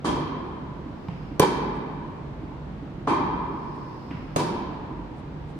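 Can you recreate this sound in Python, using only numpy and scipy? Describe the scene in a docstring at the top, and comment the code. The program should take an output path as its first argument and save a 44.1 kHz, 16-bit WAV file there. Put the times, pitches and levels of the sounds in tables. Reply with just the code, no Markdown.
"""Racket strokes of a tennis rally in a big indoor hall, heard from behind the near baseline.
Far and near players strike in turn. Each impact excites a thump of string bed and frame, the knock and
hollow pock of the ball, a short ring of the racket and a crack of felt; walls and a long reverberation
return them. The ball bounces and hisses in flight, shoes pad and scuff, and the ventilation hums."""
import sys
import numpy as np
from scipy import signal
from scipy.fft import rfft, irfft, next_fast_len
from scipy.io import wavfile
from scipy.ndimage import map_coordinates

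SR = 44100
rng = np.random.default_rng(int(sys.argv[2]) if len(sys.argv) > 2 else 0)


def unload_wav(signal):
    """Save mono or channel-first audio to the path in sys.argv[1] as 16-bit WAV at rate SR, clipped to [-1, 1]."""
    wavfile.write(
        sys.argv[1],
        SR,
        np.round(np.clip(np.atleast_2d(signal).T, -1, 1) * 32767).astype(np.int16),
    )


N = 246512
BALL_HZ = 900  # the ball's pitch on the court


def rackets(critical_m=2.61, dwell_s=0.00334):
    """Impact excitation: felt cracks on the strings, then bed, frame and ball sound as they part."""
    # strokes: t/s, force/dB, bed f/Hz, frame f/Hz, frame level/dB, ball f/Hz, pock level/dB,
    # knock level/dB, lowest string f/Hz, favoured string f/Hz, its lift/dB, ping f/Hz, tilt/(dB/octave)
    strokes = [(0.0439, 0, 340, 171, -43.5, 997, -36, -29.5, 598, 3310, 9.5, 6040, -2.5),
               (1.3955, 3.5, 407, 160, -37.5, 959, -33, -42, 594, 1730, 0, 5900, -0.4),
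               (3.0722, 2, 343, 166.6, -40.5, 980, -29.5, -25, 601.7, 1375, 4, 6000, -6.5),
               (4.3607, -1.8, 353, 217, -32.5, 942, -36.5, -44, 590.4, 2740, 9, 6500, -1)]
    # their paths: distance/m, thud gain into the hall/dB, direct crack gain/dB, wall delay/s,
    # wall gain/dB, end wall delay/s, end wall gain/dB, lag of the right channel/ms
    paths = [(25.4, -0.5, -4, 0.034, -1.5, .115, -11, 0.17), (4.27, -2, 3.5, 0.021, 2, 0.21, -10, 0.094),
             (19.9, -1, 2, 0.043, -5.5, .11, -16.5, 0.092), (9.1, -1.5, 6, .034, 0.5, 0.15, -13.5, -0.364)]
    out = np.zeros((2, N))
    dwell = round(dwell_s * SR)  # the ball's time on the strings
    for stroke, path in zip(strokes, paths):
        s, force_db, bed_hz, flex_hz, flex_db, ball_hz, pock_db, knock_db = stroke[:8]
        tuning_hz, favoured_hz, lift_db, ping_hz, tilt_db = stroke[8:]
        metres, boom_db, crack_db, wall_s, echo_db, end_s, end_db, lag_ms = path
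        decades = np.log10(metres / critical_m)  # direct sound equals the echo at the critical distance
        direct_db = -19.5 * decades
        wall_db = 2.5 - 12.5 * decades + echo_db
        swell_s = 0.0018 * amp(1.15 * force_db)  # a harder stroke sinks deeper and thumps longer
        bed = amp(-30 + 0.66 * force_db) * thump(bed_hz, swell_s, push=0.25)
        frame = amp(flex_db) * thump(flex_hz, swell_s=0.0033, push=0)
        thud = np.roll(bed + frame, dwell)
        shell = thump(hz=1040, swell_s=0.0011, push=0.3)  # the ball's shell snaps back
        knock = amp(knock_db) * np.roll(shell, dwell)
        pock = amp(pock_db) * ball(ball_hz, start_s=0.002932, attack_s=0.0018)
        twang = amp(-46 + 1.46 * force_db) * strings(tuning_hz, favoured_hz, lift_db, tilt_db)
        click = amp(-37 + 0.11 * force_db) * crack(tilt_db)
        body = thud + pock + twang
        felt = amp(crack_db) * scrape(click, direct_db, ping_hz)
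        direct = thud + knock + amp(-4) * (pock + twang) + felt
        add(out, s, placed(over_court(direct, direct_db), pan_db=0, lag_ms=lag_ms))
        add(out, s, amp(wall_db) * wall(body + amp(-9.5) * knock + click, wall_s))
        add(out, s, amp(end_db) * end_wall(body + click, end_s))
        # each part radiates in its own directions and so finds its own paths through the hall
        for part in (amp(boom_db) * thud, pock, twang, click):
            add(out, s, hall(part))
    return out


def thump(hz, swell_s, push):
    """Damped oscillation of a soft contact: a few cycles swell and die over a slower push of air."""
    t = clock(SR // 8)
    u = t / swell_s
    phase = 2 * np.pi * hz * (t - swell_s)
    return burst(u ** 2 * np.exp(-2 * u) * (np.sin(phase) + push * np.sin(phase / 2)))


def ball(hz, start_s, attack_s):
    """Resonance of a hollow ball: close, short-lived modes make the pock."""
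    # ball modes: ratio to the pitch, level/dB, T60/s
    modes = [(0.811, -17, 0.074), (0.899, -10, 0.055), (0.999, -6.5, 0.06), (1.08, -8.5, 0.053),
             (1.19, -1, 0.014), (1.42, -17.5, 0.01)]
    return ring([(ratio * hz, db, t60) for ratio, db, t60 in modes], start_s, attack_s)


def strings(tuning_hz, favoured_hz, lift_db, tilt_db, band_octaves=0.12):
    """Normal modes: tension tunes them, the contact spot favours some, the stroke's tilt dulls the top."""
    # string and frame modes: f/Hz, level/dB, T60/s
    modes = [(597, -2, 0.09), (1518, -2, 0.037), (1729, -0.5, 0.035), (2025, -1.5, 0.018),
             (2353, -1, 0.034), (2652, -10.5, 0.031), (3148, -5.5, 0.045), (3385, -12.5, 0.029),
             (3777, -10.5, 0.042), (4500, -13, 0.045), (4770, -14, 0.038), (5950, -17, 0.013),
             (6240, -13.5, 0.013)]
    lift = lambda hz: lift_db * np.exp(-(np.log2(hz / favoured_hz) / band_octaves) ** 2)
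    dulled = lambda hz: tilt_db * np.log2(max(hz / 2400, 1))
    ratio = tuning_hz / modes[0][0]
    tuned = [(hz * ratio, db + lift(hz) + dulled(hz), t60) for hz, db, t60 in modes]
    return ring(tuned, start_s=0.002022, attack_s=0.00023)


def ring(modes, start_s, attack_s):
    """Modal superposition: exponentially damped sines of alternating sign."""
    t = np.maximum(clock(SR // 8) - start_s, 0)
    tones = sum(amp(db - 60 * t / t60) * np.sin(2 * np.pi * hz * t) * (-1) ** k
                for k, (hz, db, t60) in enumerate(modes))
    return burst(tones * (1 - np.exp(-t / attack_s)))


def crack(tilt_db):
    """Impulse of first contact: each stroke's own tilt sets how bright or dull it sounds."""
    # the crack as heard, with a narrow dip near 11.8 kHz: f/Hz, level/dB
    spectrum = [(300, 13.5), (1200, 6.5), (2000, -7), (4200, -3.5), (6000, -7.5), (7300, -6.5), (9800, -5),
                (11800, -23), (13500, -3.5), (16000, -18)]
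    colour = lambda hz: amp(along(spectrum, hz) + tilt_db * np.log2(np.maximum(hz, 2200)))
    return burst(filtered(signal.unit_impulse(SR // 8, SR // 2000), colour))


def scrape(click, direct_db, ping_hz, fade_s=0.0025, ping_db=15.5, half_width_hz=300):
    """Friction: dragging felt draws the click out and makes the strings ping; air absorbs the top."""
    # colour of the crack at close range: f/Hz, gain/dB
    close = [(2000, 1), (4500, 1.5), (5300, -1), (7300, -1.5), (8200, 0.5), (9500, 7), (13500, 10.5)]
    u = clock(len(click)) / fade_s
    noises = rng.standard_normal((2, len(u)))
    mid, side = [burst(noise * np.sqrt(u) * np.exp(-u)) / np.sqrt(SR) for noise in noises]
    fibres = np.array([mid + 0.5 * side, mid - 0.5 * side])
    dragged = signal.fftconvolve(click[None], fibres, axes=1)[:, :len(u)]
    ping = lambda hz: ping_db / (1 + ((hz - ping_hz) / half_width_hz) ** 2)
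    return filtered(dragged, lambda hz: amp(along(close, hz) + ping(hz) + direct_db * (hz / 10000) ** 2))


def over_court(x, direct_db, delay_s=0.007):
    """Comb filtering: the court's reflection joins the direct sound, its share growing with distance."""
    reflection = amp(-11 - 0.3 * direct_db)
    return amp(direct_db) * filtered(x, lambda hz: 1 + reflection * np.exp(-2j * np.pi * hz * delay_s))


def wall(x, delay_s, corner_s=0.012, spread_s=0.0098):
    """Specular reflection from the wall behind the player and its corner; fittings scatter the rest."""
    # wall reflection: f/Hz, gain/dB
    colour = [(150, -15), (380, -12.5), (520, -3), (700, -4), (1000, -3), (1600, -7.5), (4000, -1.5),
              (8000, -11), (14000, -17.5)]
    reflected = filtered(x, lambda hz: amp(along(colour, hz) - 2 * (hz / 3000) ** 2))
    mirror = placed(reflected, pan_db=-3.5, lag_ms=0.038)
    out = np.zeros((2, SR // 2))
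    add(out, delay_s, amp(-6.5) * mirror)
    add(out, delay_s + corner_s, amp(-7.5) * mirror)
    add(out, delay_s, amp(-3) * scattered(x, colour, spread_s, SR // 8))
    return out


def end_wall(x, delay_s, spacing_m=45, trip_db=-12.5):
    """Echo between the end walls: a soft, smeared slap, and a fainter one a round trip later."""
    # end wall reflection: f/Hz, gain/dB
    colour = [(150, -17), (400, -13), (700, -2), (1000, -6), (2000, -22), (4000, -12), (10000, -33.5)]
    trip_s = 2 * spacing_m / 343  # sound travels at 343 m/s
    out = np.zeros((2, SR))
    for trip in range(2):
        slap = scattered(x, colour, spread_s=0.017, count=SR // 4)
        add(out, delay_s + trip * trip_s, amp(trip * trip_db) * slap)
    return out


def scattered(x, colour, spread_s, count):
    """Scattering: a dense cluster of small reflections smears the sound in time."""
    u = clock(count) / spread_s
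    cluster = diffuse(colour, count) * burst(u * np.exp(-u)) / np.sqrt(SR)
    return signal.fftconvolve(x[None], cluster, axes=1)


def hall(x, early_db=1, early_t60=0.83, build_s=0.0083):
    """Reverberation: strong early reflections, then a long tail whose treble dies first."""
    # reverberation time: f/Hz, T60/s
    decay_times = [(100, 2.5), (300, 2.23), (1000, 2.52), (2000, 1.86), (3300, 1.42), (5000, 0.99),
                   (8000, 0.44), (14000, 0.69)]
    # initial spectrum of the reverberation: f/Hz, gain/dB
    colour = [(100, -3.5), (250, 7), (500, 0), (690, 4.5), (1000, 6), (3000, 8.5), (6000, 11.5), (10000, 8),
              (14000, -7.5)]
    hz, t, spectra = signal.stft(diffuse(colour, 2 * SR), SR, nperseg=256)
    decay = amp(-60 * t / along(decay_times, hz)[:, None])
    early = np.sqrt(1 + amp(early_db - 60 * t / early_t60) ** 2)
    tail = signal.istft(spectra * decay * early, SR, nperseg=256)[1]
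    tail *= 1 - np.exp(-clock(tail.shape[1]) / build_s)
    return signal.fftconvolve(x[None], tail, axes=1) / np.sqrt(SR)


def bounces(pock_db=-14):
    """Impact with sliding friction: the ball meets the court with a thud, a pock and a skidding slap."""
    # bounces: t/s, thud f/Hz, level into the hall/dB, skid re thud/dB, tilt/(dB/octave), skid time/s
    landings = [(1.0839, 165, -42.5, -22, -3.5, 0.0022), (4.1077, 276, -49, -10.5, -6, 0.0065)]
    # felt on the court: f/Hz, level/dB
    spectrum = [(300, -7.5), (1200, 3), (2800, 1), (4000, -12), (7000, -23.5), (14000, -29)]
    out = np.zeros((2, N))
    for s, hz, db, skid_db, tilt_db, skid_s in landings:
        u = clock(SR // 8) / skid_s
        colour = [(f, level + tilt_db * np.log2(max(f, 2500))) for f, level in spectrum]
        slap = burst(filtered(signal.unit_impulse(len(u), SR // 500), lambda f: amp(along(colour, f))))
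        pock = amp(pock_db) * ball(BALL_HZ, start_s=0, attack_s=0.00088)
        body = thump(hz, swell_s=0.0068, push=0.36) + pock
        skid = burst(diffuse(colour, len(u))[0] * np.sqrt(u) * np.exp(-u))
        add(out, s, amp(db - 3.5) * placed(body + amp(skid_db) * skid, pan_db=-1, lag_ms=0))
        add(out, s, amp(db) * hall(body + amp(skid_db + 3.5) * slap))
    return out


def far_bounce(s=2.5, db=-55):
    """Reverberant field alone: the ball lands beyond the net and only the echo of its pock returns."""
    out = np.zeros((2, N))
    add(out, s, amp(db) * hall(ball(BALL_HZ, start_s=0, attack_s=0.001)))
    return out


def shoes(mean_gap_s=0.44, step_hz=296, step_db=-55):
    """Impact and friction: footfalls at set and at random times, and scuffs of rubber soles."""
    # footfalls at set times, two of them louder: t/s, f/Hz, level/dB
    set_steps = [(1.765, 254, -50), (2.977, 159, -54), (4.147, 171, -50.5), (4.748, 264, -54.5),
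                 (4.908, 286, -55.5)]
    # scuffs: t/s, level/dB
    scuffs = [(1.761, -62.5), (3.765, -67), (5.189, -63.5), (5.503, -64), (5.58, -66)]
    # sliding sole: f/Hz, level/dB
    sole = [(800, 10), (2500, 7), (6000, 0), (9000, 1.5), (14000, -25)]
    thuds = np.zeros((1, N))
    times = (np.arange(20) + rng.random(size=20)) * mean_gap_s
    random_steps = [(s, step_hz, step_db) for s in times if s < (N - 1) / SR]
    for s, hz, db in set_steps + random_steps:
        add(thuds, s, amp(db) * thump(hz, swell_s=0.00635, push=0.21))
    rubbing = swells([(s, 0.025, db) for s, db in scuffs]) * unit(diffuse(sole, N))
    return placed(thuds[0], pan_db=-1.5, lag_ms=0) + hall(thuds[0])[:, :N] + rubbing


def flight():
    """Aerodynamic noise: the spinning ball hisses faintly on its way in."""
    # approaches: t/s, half length/s, level/dB
    approaches = [(1.2, 0.24, -67.5), (3.98, 0.49, -64)]
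    # thin hiss: f/Hz, level/dB
    band = [(3000, -34.5), (4400, -5), (4850, -5), (5150, -1.5), (5400, -6), (5700, -15.5), (8000, -28.5)]
    return swells(approaches) * unit(diffuse(band, N))


def ventilation(rush_db=-38.5, waver=0.71, waver_hz=7):
    """Amplitude and phase modulation: low fan tones waver over steady broadband noise."""
    # steady background rush and hiss, with a narrow dip near 11.8 kHz: f/Hz, relative level/dB
    rush = [(15, -45.5), (25, -7.5), (53, -10), (112, -5), (142, -4), (301, -9), (326, -9.5), (394, -13),
            (621, -19), (879, -20), (1090, -23), (4040, -40.5), (10300, -63), (11800, -75.5),
            (13800, -59.5), (15500, -73.5)]
    # fan tones: f/Hz, level/dB
    tones = [(49.5, -47.5), (70, -51), (141, -48.5), (150.5, -46.5)]
    t = clock(N)
    wobble = lambda: waver * map_coordinates(rng.standard_normal(256), [t * waver_hz], mode="mirror")
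    hum = sum(amp(db) * unit((1 + wobble()) * np.sin(2 * np.pi * hz * t + wobble())) for hz, db in tones)
    return amp(rush_db) * unit(diffuse(rush, N)) + hum


def diffuse(colour, count):
    """Diffuse-field noise: coherent at the two microphones in the bass, unrelated in the treble."""
    # coherence: f/Hz, left-right correlation
    coherence = [(60, 0.84), (200, 0.94), (400, 0.7), (1000, 0.21), (2400, -0.0067), (5000, -0.041),
                 (12000, 0.097)]
    angle = lambda hz: np.arccos(np.clip(along(coherence, hz), -1, 1)) / 2
    response = lambda hz: amp(along(colour, hz)) * np.array([np.cos(angle(hz)), np.sin(angle(hz))])
    mid, side = filtered(rng.standard_normal((2, count)), response)
    return np.array([mid + side, mid - side])


def placed(x, pan_db, lag_ms):
    """Localisation by level and time differences between the two microphones."""
    half = np.array([[.5], [-.5]])
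    return amp(half * pan_db) * filtered(x, lambda hz: np.exp(2j * np.pi * hz * half * lag_ms / 1000))


def swells(rows):
    """An envelope of Gaussian swells."""
    return sum(amp(db) * np.exp(-((clock(N) - s) / half_s) ** 2) for s, half_s, db in rows)


def amp(db):
    """Decibels to gain."""
    return 10 ** (np.asarray(db) / 20)


def unit(x):
    """Scale to rms 1."""
    return x / np.sqrt(np.mean(x ** 2) + 1e-20)


def burst(x):
    """Scale to the energy of one second at rms 1."""
    return x / np.sqrt(np.sum(x ** 2) / SR + 1e-20)


def clock(count):
    """Times of count samples."""
    return np.arange(count) / SR


def along(points, hz):
    """Interpolate (f/Hz, value) points on a log frequency axis."""
    f, values = np.transpose(points)
    return np.interp(np.log(hz + 1), np.log(f + 1), values)


def filtered(x, response):
    """Linear filtering: multiply the spectrum of x by a frequency response."""
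    size = x.shape[-1]
    padded = next_fast_len(size + SR // 4)
    return irfft(rfft(x, padded) * response(np.fft.rfftfreq(padded, 1 / SR)), padded)[..., :size]


def add(out, s, x):
    """Mix x into out from time s."""
    i = max(round(s * SR), 0)
    out[:, i:i + x.shape[-1]] += x[..., :N - i]


def scene():
    """Superposition of the rally and the hall's background."""
    return rackets() + bounces() + far_bounce() + shoes() + flight() + ventilation()


def record(dry, bass_hz=35, ceiling=0.93, top_hz=15700):
    """Transduction by two slightly unequal microphones: bass cut, soft clipping and a band limit."""
    # microphone imbalance: f/Hz, left minus right level/dB
    balance = [(300, -2), (900, 0), (3000, -1)]
    half = np.array([[.5], [-.5]])
    bass_cut = lambda hz: hz ** 3 / np.hypot(hz ** 3, bass_hz ** 3)
    x = filtered(dry, lambda hz: amp(half * along(balance, hz)) * bass_cut(hz))
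    clipped = x / (1 + np.abs(x / ceiling) ** 8) ** (1 / 8)
    return filtered(clipped, lambda hz: 1 / (1 + (hz / top_hz) ** 80))


dry = scene()
out = record(dry)
unload_wav(out)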